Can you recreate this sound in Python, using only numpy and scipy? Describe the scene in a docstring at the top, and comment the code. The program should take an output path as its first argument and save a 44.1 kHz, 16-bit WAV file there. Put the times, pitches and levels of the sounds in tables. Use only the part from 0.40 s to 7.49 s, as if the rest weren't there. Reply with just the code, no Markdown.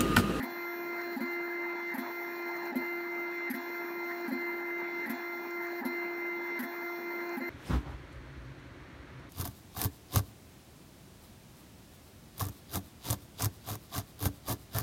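"""Stepper motors hum and whine as the head of a nearby 3D printer shuttles to and fro, filling a layer.
Every motor step tugs the frame, and the fast, even tugs make the tones. At each turn the motors brake
and start again; both jolts boom in the frame and rattle the carriage that carries the head.
The motor coils sizzle and a thin whistle comes and goes. Behind them the rails hiss,
small ticks sound as the head travels, and cooling fans rush."""
import sys
import numpy as np
from scipy import signal
from scipy.fft import rfft, irfft, next_fast_len
from scipy.io import wavfile
from scipy.ndimage import uniform_filter1d, map_coordinates

SR = 44100
rng = np.random.default_rng(int(sys.argv[2]) if len(sys.argv) > 2 else 0)


def wrap_up_sound(samples):
    """Save the sound to the file named by the first command line argument, as 16-bit audio."""
    columns = np.atleast_2d(samples).T
    # keep every value between -1 and 1, then stretch to whole-number steps
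    tamed = np.clip(columns, -1, 1)
    steps = np.round(tamed * 32767).astype(np.int16)
    wavfile.write(sys.argv[1], SR, steps)


N = 312795

STEP_HZ = 346.5  # motor steps per second at full speed
HUM, WHINE, HIGH_WHINE = 1, 6, 12  # multiples of the step rate
# The motor tones on a stroke (one trip of the head) to the right. Each row: multiple of the step rate,
# level in dB, rise over the stroke in dB, dip at mid-stroke in dB, depth of the beat (a slow pulsing)
# from 0 to 1, first peak of the beat as a share of the stroke.
RIGHTWARD_TONES = [(1, -42, 5.5, -1.2, .05, 0.22), (2, -52.5, 2.5, 4.5, 0.23, 0.049),
                   (3, -55.5, -2, 0.5, 0.1, 0.15), (4, -52, 0.3, 0.5, 0.42, .32),
                   (5, -65.5, 8.5, 0, .3, 0.25), (6, -44.5, 2, 0.5, 0.36, 0.32), (7, -68, 4, -5, 0.9, 0.18),
                   (8, -75, 2, 2.5, 1, .14), (10, -73, -14.5, 0, .35, 0.083),
                   (11, -80, -13, -1.5, 0.5, .08), (12, -62, 1.5, 4, 0.07, 0.16),
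                   (16, -68.5, -0.5, -1, 0.05, 0.07), (18, -76.5, -3, 0, 0.1, 0.12)]
# The motor tones on a stroke to the left, with the same columns.
LEFTWARD_TONES = [(1, -40.5, -2, -1, .06, 0.25), (2, -55, -2, -1, 0.14, .3), (3, -61, -3, -0.5, 0.31, .05),
                  (4, -51.5, -1.5, 0, 0.18, 0.31), (5, -62, -8.5, -2, .3, .3),
                  (6, -40.5, .5, 0.5, 0.23, .21), (7, -71.5, -12, -0.5, 1, 0.33),
                  (8, -70, -1.5, 2.5, 0.95, 0.23), (10, -77, 16, 3.5, 0.65, 0.042),
                  (11, -74.5, 12, -1, 0.2, 0.25), (12, -63, -5, 7, 0.15, 0.34),
                  (16, -73, 3.5, 0.5, 0.22, 0.11), (18, -79, 6, -1.5, 0.1, 0.17)]


def steppers(step_phase, progress, leftward):
    """Every step tugs the frame; the hum and its overtones swell alike on all strokes of one direction."""
    tones = np.zeros(N)
    places = np.linspace(0, 1, 100)
    for right_row, left_row in zip(RIGHTWARD_TONES, LEFTWARD_TONES):
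        multiple = round(right_row[0])
        left_level = np.interp(progress, places, stroke_level(left_row, places))
        right_level = np.interp(progress, places, stroke_level(right_row, places))
        level = np.where(leftward, left_level, right_level)
        if multiple == HIGH_WHINE:
            level = level * amp(drift_db())
        unsteady = .25 if multiple in (HUM, WHINE) else 1  # these two waver less than the rest
        flutter_db = unsteady * (1.2 * wobble(6) + wobble(35))
        tones += level * amp(flutter_db) * tone(multiple * step_phase + unsteady * .28 * wobble(30))
    return tones


def stroke_level(row, progress, beats_per_stroke=2.71):
    """One tone's strength along a stroke: a slope, a dip or hump midway, and a beat as the rotors turn."""
    _, db, rise_db, dip_db, depth, peak = row
    beat = np.abs(1 + depth * np.exp(2j * np.pi * beats_per_stroke * (progress - peak)))
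    return amp(db + rise_db * (progress - .5) + dip_db * dip(progress)) * beat


# The turns of the head, left end first, then right and left in turn. Each row: braking time and starting
# time in seconds, braking boom and starting boom in dB, braking rattle and starting rattle in dB.
HEAD_TURNS = [(-.005, .025, -24.5, -25.5, -56.5, -48.5), (0.76, 0.804, -23.5, -22, -54.5, -53.5),
              (1.537, 1.578, -27.5, -24.5, -49, -48), (2.316, 2.354, -32, -21, -72, -48.5),
              (3.097, 3.138, -24, -25.5, -44.5, -49), (3.877, 3.917, -23.5, -22.5, -52, -55.5),
              (4.658, 4.694, -31.5, -22, -55, -44), (5.409, 5.449, -29, -21.5, -65, -47),
              (6.189, 6.226, -27, -29.5, -43.5, -50), (6.967, 7.008, -24.5, -31, -52, -66.5)]
# The frame's low notes. Each row: pitch in Hz, dB added to the boom, seconds to swell, seconds to
# fade by 60 dB.
FRAME_NOTES = [(240, -9.5, 0.010, 0.08), (258.6, -14, 0.025, 0.15)]
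# The colour of the rattle (how strong its lows and highs are). Each row: frequency in Hz, relative dB.
RATTLE_COLOUR = [(100, -39), (2500, -10), (4400, -12), (6000, -16), (8400, -17), (9100, -16), (9800, -38),
                 (10700, -13.5), (11450, 6.5), (12200, -10.5), (13400, -2), (15700, -8)]


def jolts():
    """Each jolt makes the frame boom; loose carriage parts buzz at the pace of its lowest note."""
    boom, buzz = np.zeros(N), np.zeros(N)
    turns = np.array(HEAD_TURNS)
    braking, starting = turns[:, 0::2], turns[:, 1::2]
    for start, boom_db, rattle_db in np.vstack([braking, starting]):
        span = slice(max(0, int(start * SR)), int(start * SR) + SR // 3)
        t = np.maximum(clock()[span] - start, 0)
        for hz, db, rise_s, fade_s in FRAME_NOTES:
            swell = np.sin(np.pi / 2 * np.minimum(t / rise_s, 1)) ** 2
            # the motor lets go gradually, so the fade begins gently
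            fading_for_s = np.hypot(np.maximum(t - rise_s, 0), .016) - .016
            fade = amp(-60 * fading_for_s / fade_s)
            detuned_hz = hz * (1 + .016 * rng.normal())
            swing = np.sqrt(2) * np.sin(2 * np.pi * detuned_hz * t)
            boom[span] += amp(boom_db + db) * swell * fade * swing
        contact = np.minimum(t / .0033, 1) * amp(-60 * np.maximum(t - .02, 0) / .072)
        chatter = 1 + .45 * np.cos(2 * np.pi * FRAME_NOTES[0][0] * t)
        buzz[span] += amp(rattle_db) * contact * chatter
    return boom + buzz * patchy(noise(RATTLE_COLOUR), depth_db=1.2)


# The notes of two panels. Each row: delay after braking in seconds, pitch in Hz, level at the left end
# in dB, level at the right end in dB.
PANEL_NOTES = [(.018, 826.5, -48, -42.5), (0.045, 541, -54, -47)]


def panels():
    """Two panels ring briefly in each turn, set off by the changing step rate."""
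    rings = np.zeros(N)
    for delay, hz, left_db, right_db in PANEL_NOTES:
        level = sum(amp(right_db if i % 2 else left_db) * bump(turn[0] + delay, width_s=.011)
                    for i, turn in enumerate(HEAD_TURNS))
        rings += level * tone(2 * np.pi * hz * clock() + .5 * wobble(60))
    return rings


# The colour of the coils' sizzle. Each row: frequency in Hz, relative level in dB.
SIZZLE_COLOUR = [(2700, -26), (4400, -15), (5200, -29), (7100, -21), (7900, -38), (11500, -40),
                 (12400, -21), (14200, -16), (14550, 0), (14800, -1), (15100, -11), (15700, -17)]


def sizzle(step_phase):
    """The coil current kicks once every two steps, making a row of evenly spaced high tones."""
    tones = np.zeros(N)
    for multiple in range(15, 91):
        level_db = along(SIZZLE_COLOUR, multiple * STEP_HZ / 2) + 2.5 * wobble(22)
        tones += amp(level_db) * np.cos(multiple * step_phase / 2 + 1.4 * rng.normal())
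    return unit(tones)


# The colour of the coils' hiss. Each row: frequency in Hz, relative level in dB.
HISS_COLOUR = [(9800, -32), (11500, -14), (12200, -4), (14100, -3), (14700, 8), (15200, 0), (15700, -1)]


def coils(step_phase, running, leftward_progress):
    """The coils sizzle and give off a pulsing hiss; both die down as the head runs to the left."""
    hiss = unit(noise(HISS_COLOUR) * (1 + .35 * np.cos(step_phase / 2)))
    sizzle_db = -58 + 2 * wobble(25) - 4.5 * leftward_progress
    sizzling = amp(sizzle_db) * sizzle(step_phase)
    thin_tone = amp(-76.5 + 1.5 * wobble(12)) * tone(37 * step_phase)  # stands out of the sizzle
    hiss_db = -64.5 - 12 * leftward_progress + 2 * wobble(20)
    return running * (sizzling + thin_tone) + amp(hiss_db) * hiss


# The thin whistles. Each row: start in seconds, end in seconds, level in dB.
WHISTLE_SPELLS = [(.095, .458, -57), (1.658, 2.016, -61.5), (2.408, 2.628, -62), (3.2, 3.574, -60.5),
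                  (6.283, 6.66, -62.5), (7.066, 7.2, -58)]


def whistle(hz=11963):
    """The circuit that drives a motor sings at one high pitch during some strokes."""
    level = sum(amp(db) * gate(start, end, edge_s=.012) for start, end, db in WHISTLE_SPELLS)
    return level * amp(.8 * wobble(4.5)) * tone(2 * np.pi * hz * clock())


ROUGH_SPOT, ROUGH_SPOT_DB = .768, -43.5  # share of the way along each stroke to the right, and level
WHINE_BRAKING_DB, WHINE_STARTING_DB = -45, -44  # the rasp of the motor whine at the left end
# The colour of the rolling on the rails. Each row: frequency in Hz, relative level in dB.
RAIL_COLOUR = [(2000, -14), (3000, -2.5), (3600, -1.5), (4250, 9), (4800, 2.5), (5050, -14.5), (5450, 1.5),
               (6650, -21.5), (7200, 3), (7600, -35.5), (9200, -18), (9800, -43), (12000, -21.5)]


def rails_and_rasps(progress, leftward):
    """The rails hiss and rasp at one rough spot; at the left end the motor whine turns to a brief rasp."""
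    rolling_db = -65.5 + 3.5 * dip(progress) - 2 * progress * leftward + drift_db()
    grit_db = .83 * wobble(4.1) + 2.3 * wobble(120)
    rolling = amp(rolling_db + grit_db) * patchy(noise(RAIL_COLOUR), depth_db=1.5)
    ends = stroke_ends()
    rasps = [(left + ROUGH_SPOT * (right - left), ROUGH_SPOT_DB)
             for left, right in zip(ends[0::2], ends[1::2])]
    for braking, starting, *_ in HEAD_TURNS[0::2]:
        rasps += [(braking, WHINE_BRAKING_DB), (starting, WHINE_STARTING_DB)]
    rasp = noise([(1100, -25.5), (1550, -4.0), (1950, 1.5), (2500, -22.0), (3500, -44.5)])
    return rolling + rasp * sum(amp(db) * bump(when, width_s=.021) for when, db in rasps)


# The clear ticks. Each row: start in seconds, level in dB.
CLEAR_TICKS = [(.616, -55), (2.166, -56), (2.254, -56.5), (3.648, -61), (3.809, -57), (5.108, -54.5),
               (5.27, -55), (6.893, -54)]
# The colour of a tick. 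Each row: frequency in Hz, relative level in dB.
TICK_NOISE_COLOUR = [(2000, -32.5), (4200, -3), (5500, 0), (7000, 6), (7900, -13.5), (9000, -16),
                     (9900, -23), (11400, -14), (15000, -26.5)]


def ticks(faint_count=170, fade_s=.026):
    """Small ticks as the head travels: a few clear ones, some at the rough spot, among many faint ones."""
    faint_ticks = rng.uniform([0, -76], [N / SR, -64.5], (faint_count, 2))  # random times and levels
    kicks = np.zeros(N)
    for start, db in np.vstack([CLEAR_TICKS, faint_ticks]):
        kicks[min(int(start * SR), N - 1)] += amp(db)
    fade = amp(-60 * np.arange(SR // 20) / SR / fade_s)
    return signal.fftconvolve(kicks, fade)[:N] * noise(TICK_NOISE_COLOUR)


# The colour of the air from the fans. Each row: frequency in Hz, relative level in dB.
AIR_COLOUR = [(30, -46), (90, -37.5), (130, -18), (170, -10), (255, 1.5), (310, 0.5), (430, -1.5),
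              (500, -10), (630, -2.5), (780, -2), (950, 4.5), (1130, -6), (1480, -4), (1640, 4),
              (2050, -3.5), (2500, -11.5), (3000, -25.5), (5000, -49)]
# The tones of the fan blades. Each row: pitch in Hz, level in dB.
BLADE_TONES = [(139, -80), (255, -73), (978, -64.5)]


def fans():
    """The fans push rushing air, and their blades add a few unsteady tones."""
    swirl_db = .4 * wobble(5) + .8 * wobble(30)
    air = amp(-45.5 + swirl_db) * patchy(noise(AIR_COLOUR), depth_db=2.5)
    blades = sum(amp(db + wobble(10)) * tone(2 * np.pi * hz * clock() + 1.1 * wobble(8.3))
                 for hz, db in BLADE_TONES)
    return air + blades


def head_motion(brake_lead_s=.011, speed_up_s=.015):
    """How deep the head is in a turn (0-1), how far along its stroke (0-1), and whether it runs left."""
    turning = sum(gate(braking - brake_lead_s, starting + speed_up_s, edge_s=.026)
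                  for braking, starting, *_ in HEAD_TURNS)
    ends = stroke_ends()
    ends = np.append(ends, ends[-1] + np.diff(ends).mean())  # the last stroke is of average length
    stroke, progress = np.divmod(np.interp(clock(), ends, np.arange(len(ends))), 1)
    return np.minimum(turning, 1), progress, stroke % 2


def stroke_ends():
    """The moments at which the head stands still, halfway between braking and starting."""
    return np.array(HEAD_TURNS)[:, :2].mean(axis=1)


def drift_db(db_per_s=-.35):
    """The high whine and the rails slowly grow quieter as the layer fills."""
    return db_per_s * (clock() - clock().mean())


def dip(progress):
    """-1/2 at mid-stroke, +1/2 at both ends."""
    return .5 * np.cos(2 * np.pi * progress)


def amp(db):
    """Turn decibels into a number to multiply by."""
    return 10 ** (np.asarray(db) / 20)


def unit(x):
    """Scale x to an average strength (rms) of 1."""
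    return x / np.sqrt(np.mean(x ** 2) + 1e-20)


def clock():
    """The time of every sample in seconds."""
    return np.arange(N) / SR


def along(colour, hz):
    """Read a colour's level in dB at any frequency, sliding between its rows."""
    row_hz, row_db = np.transpose(colour)
    return np.interp(np.log(hz + 1), np.log(row_hz), row_db)


def wobble(rate):
    """A smooth curve through `rate` random values a second."""
    coarse = np.arange(0, N + 64, 64)
    values = rng.standard_normal(2048)
    return np.interp(np.arange(N), coarse, map_coordinates(values, [coarse * rate / SR], mode="wrap"))


def filtered(x, gain_at):
    """Multiply each frequency in x by gain_at(hz)."""
    size = next_fast_len(N + SR // 2)
    return irfft(rfft(x, size) * gain_at(np.fft.rfftfreq(size, 1 / SR)), size)[:N]


def noise(colour):
    """Noise of the given colour and strength 1."""
    return unit(filtered(rng.standard_normal(N), lambda hz: amp(along(colour, hz))))


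def patchy(x, depth_db):
    """Make x louder and softer in random patches of time and pitch; the result has strength 1."""
    spectra = signal.stft(x, nperseg=512)[2]
    patches = uniform_filter1d(rng.standard_normal(spectra.shape), size=6, axis=0)
    patches = uniform_filter1d(patches, size=9, axis=1)
    return unit(signal.istft(spectra * amp(depth_db * unit(patches)), nperseg=512)[1][:N])


def tone(phase):
    """A pure tone of strength 1 that starts anywhere in its cycle."""
    return np.sqrt(2) * np.sin(phase + rng.uniform(0, 2 * np.pi))


def gate(start, end, edge_s):
    """Fade in from `start`, hold at 1, and fade out by `end`."""
    t = clock()
    return np.clip(np.minimum(t - start, end - t) / edge_s, 0, 1)


def bump(peak_s, width_s):
    """One smooth swell up to 1 and back."""
    return np.exp(-np.minimum(((clock() - peak_s) / width_s) ** 2, 50))


def scene():
    """The motors, coils and rails follow the moving head; all sources add up in one channel."""
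    turning, progress, leftward = head_motion()
    step_hz = STEP_HZ * (1 - .2 * turning ** 4)  # the steps slow down in each turn
    step_phase = 2 * np.pi * np.cumsum(step_hz) / SR
    running = 1 - turning  # and the motor tones die away there
    motors = running * steppers(step_phase, progress, leftward)
    motors += coils(step_phase, running, progress * leftward)
    foreground = motors + whistle() + jolts() + panels()
    background = fans() + rails_and_rasps(progress, leftward) + ticks()
    return (foreground + background)[None]


def record(dry, bass_hz=75, top_hz=15780):
    """The small microphone loses the deep bass, and the very highest treble is cut off."""
    thin = signal.sosfilt(signal.butter(2, bass_hz, "highpass", fs=SR, output="sos"), dry[0])
    return filtered(thin, lambda hz: hz < top_hz)[None]


dry = scene()
out = record(dry)
wrap_up_sound(out)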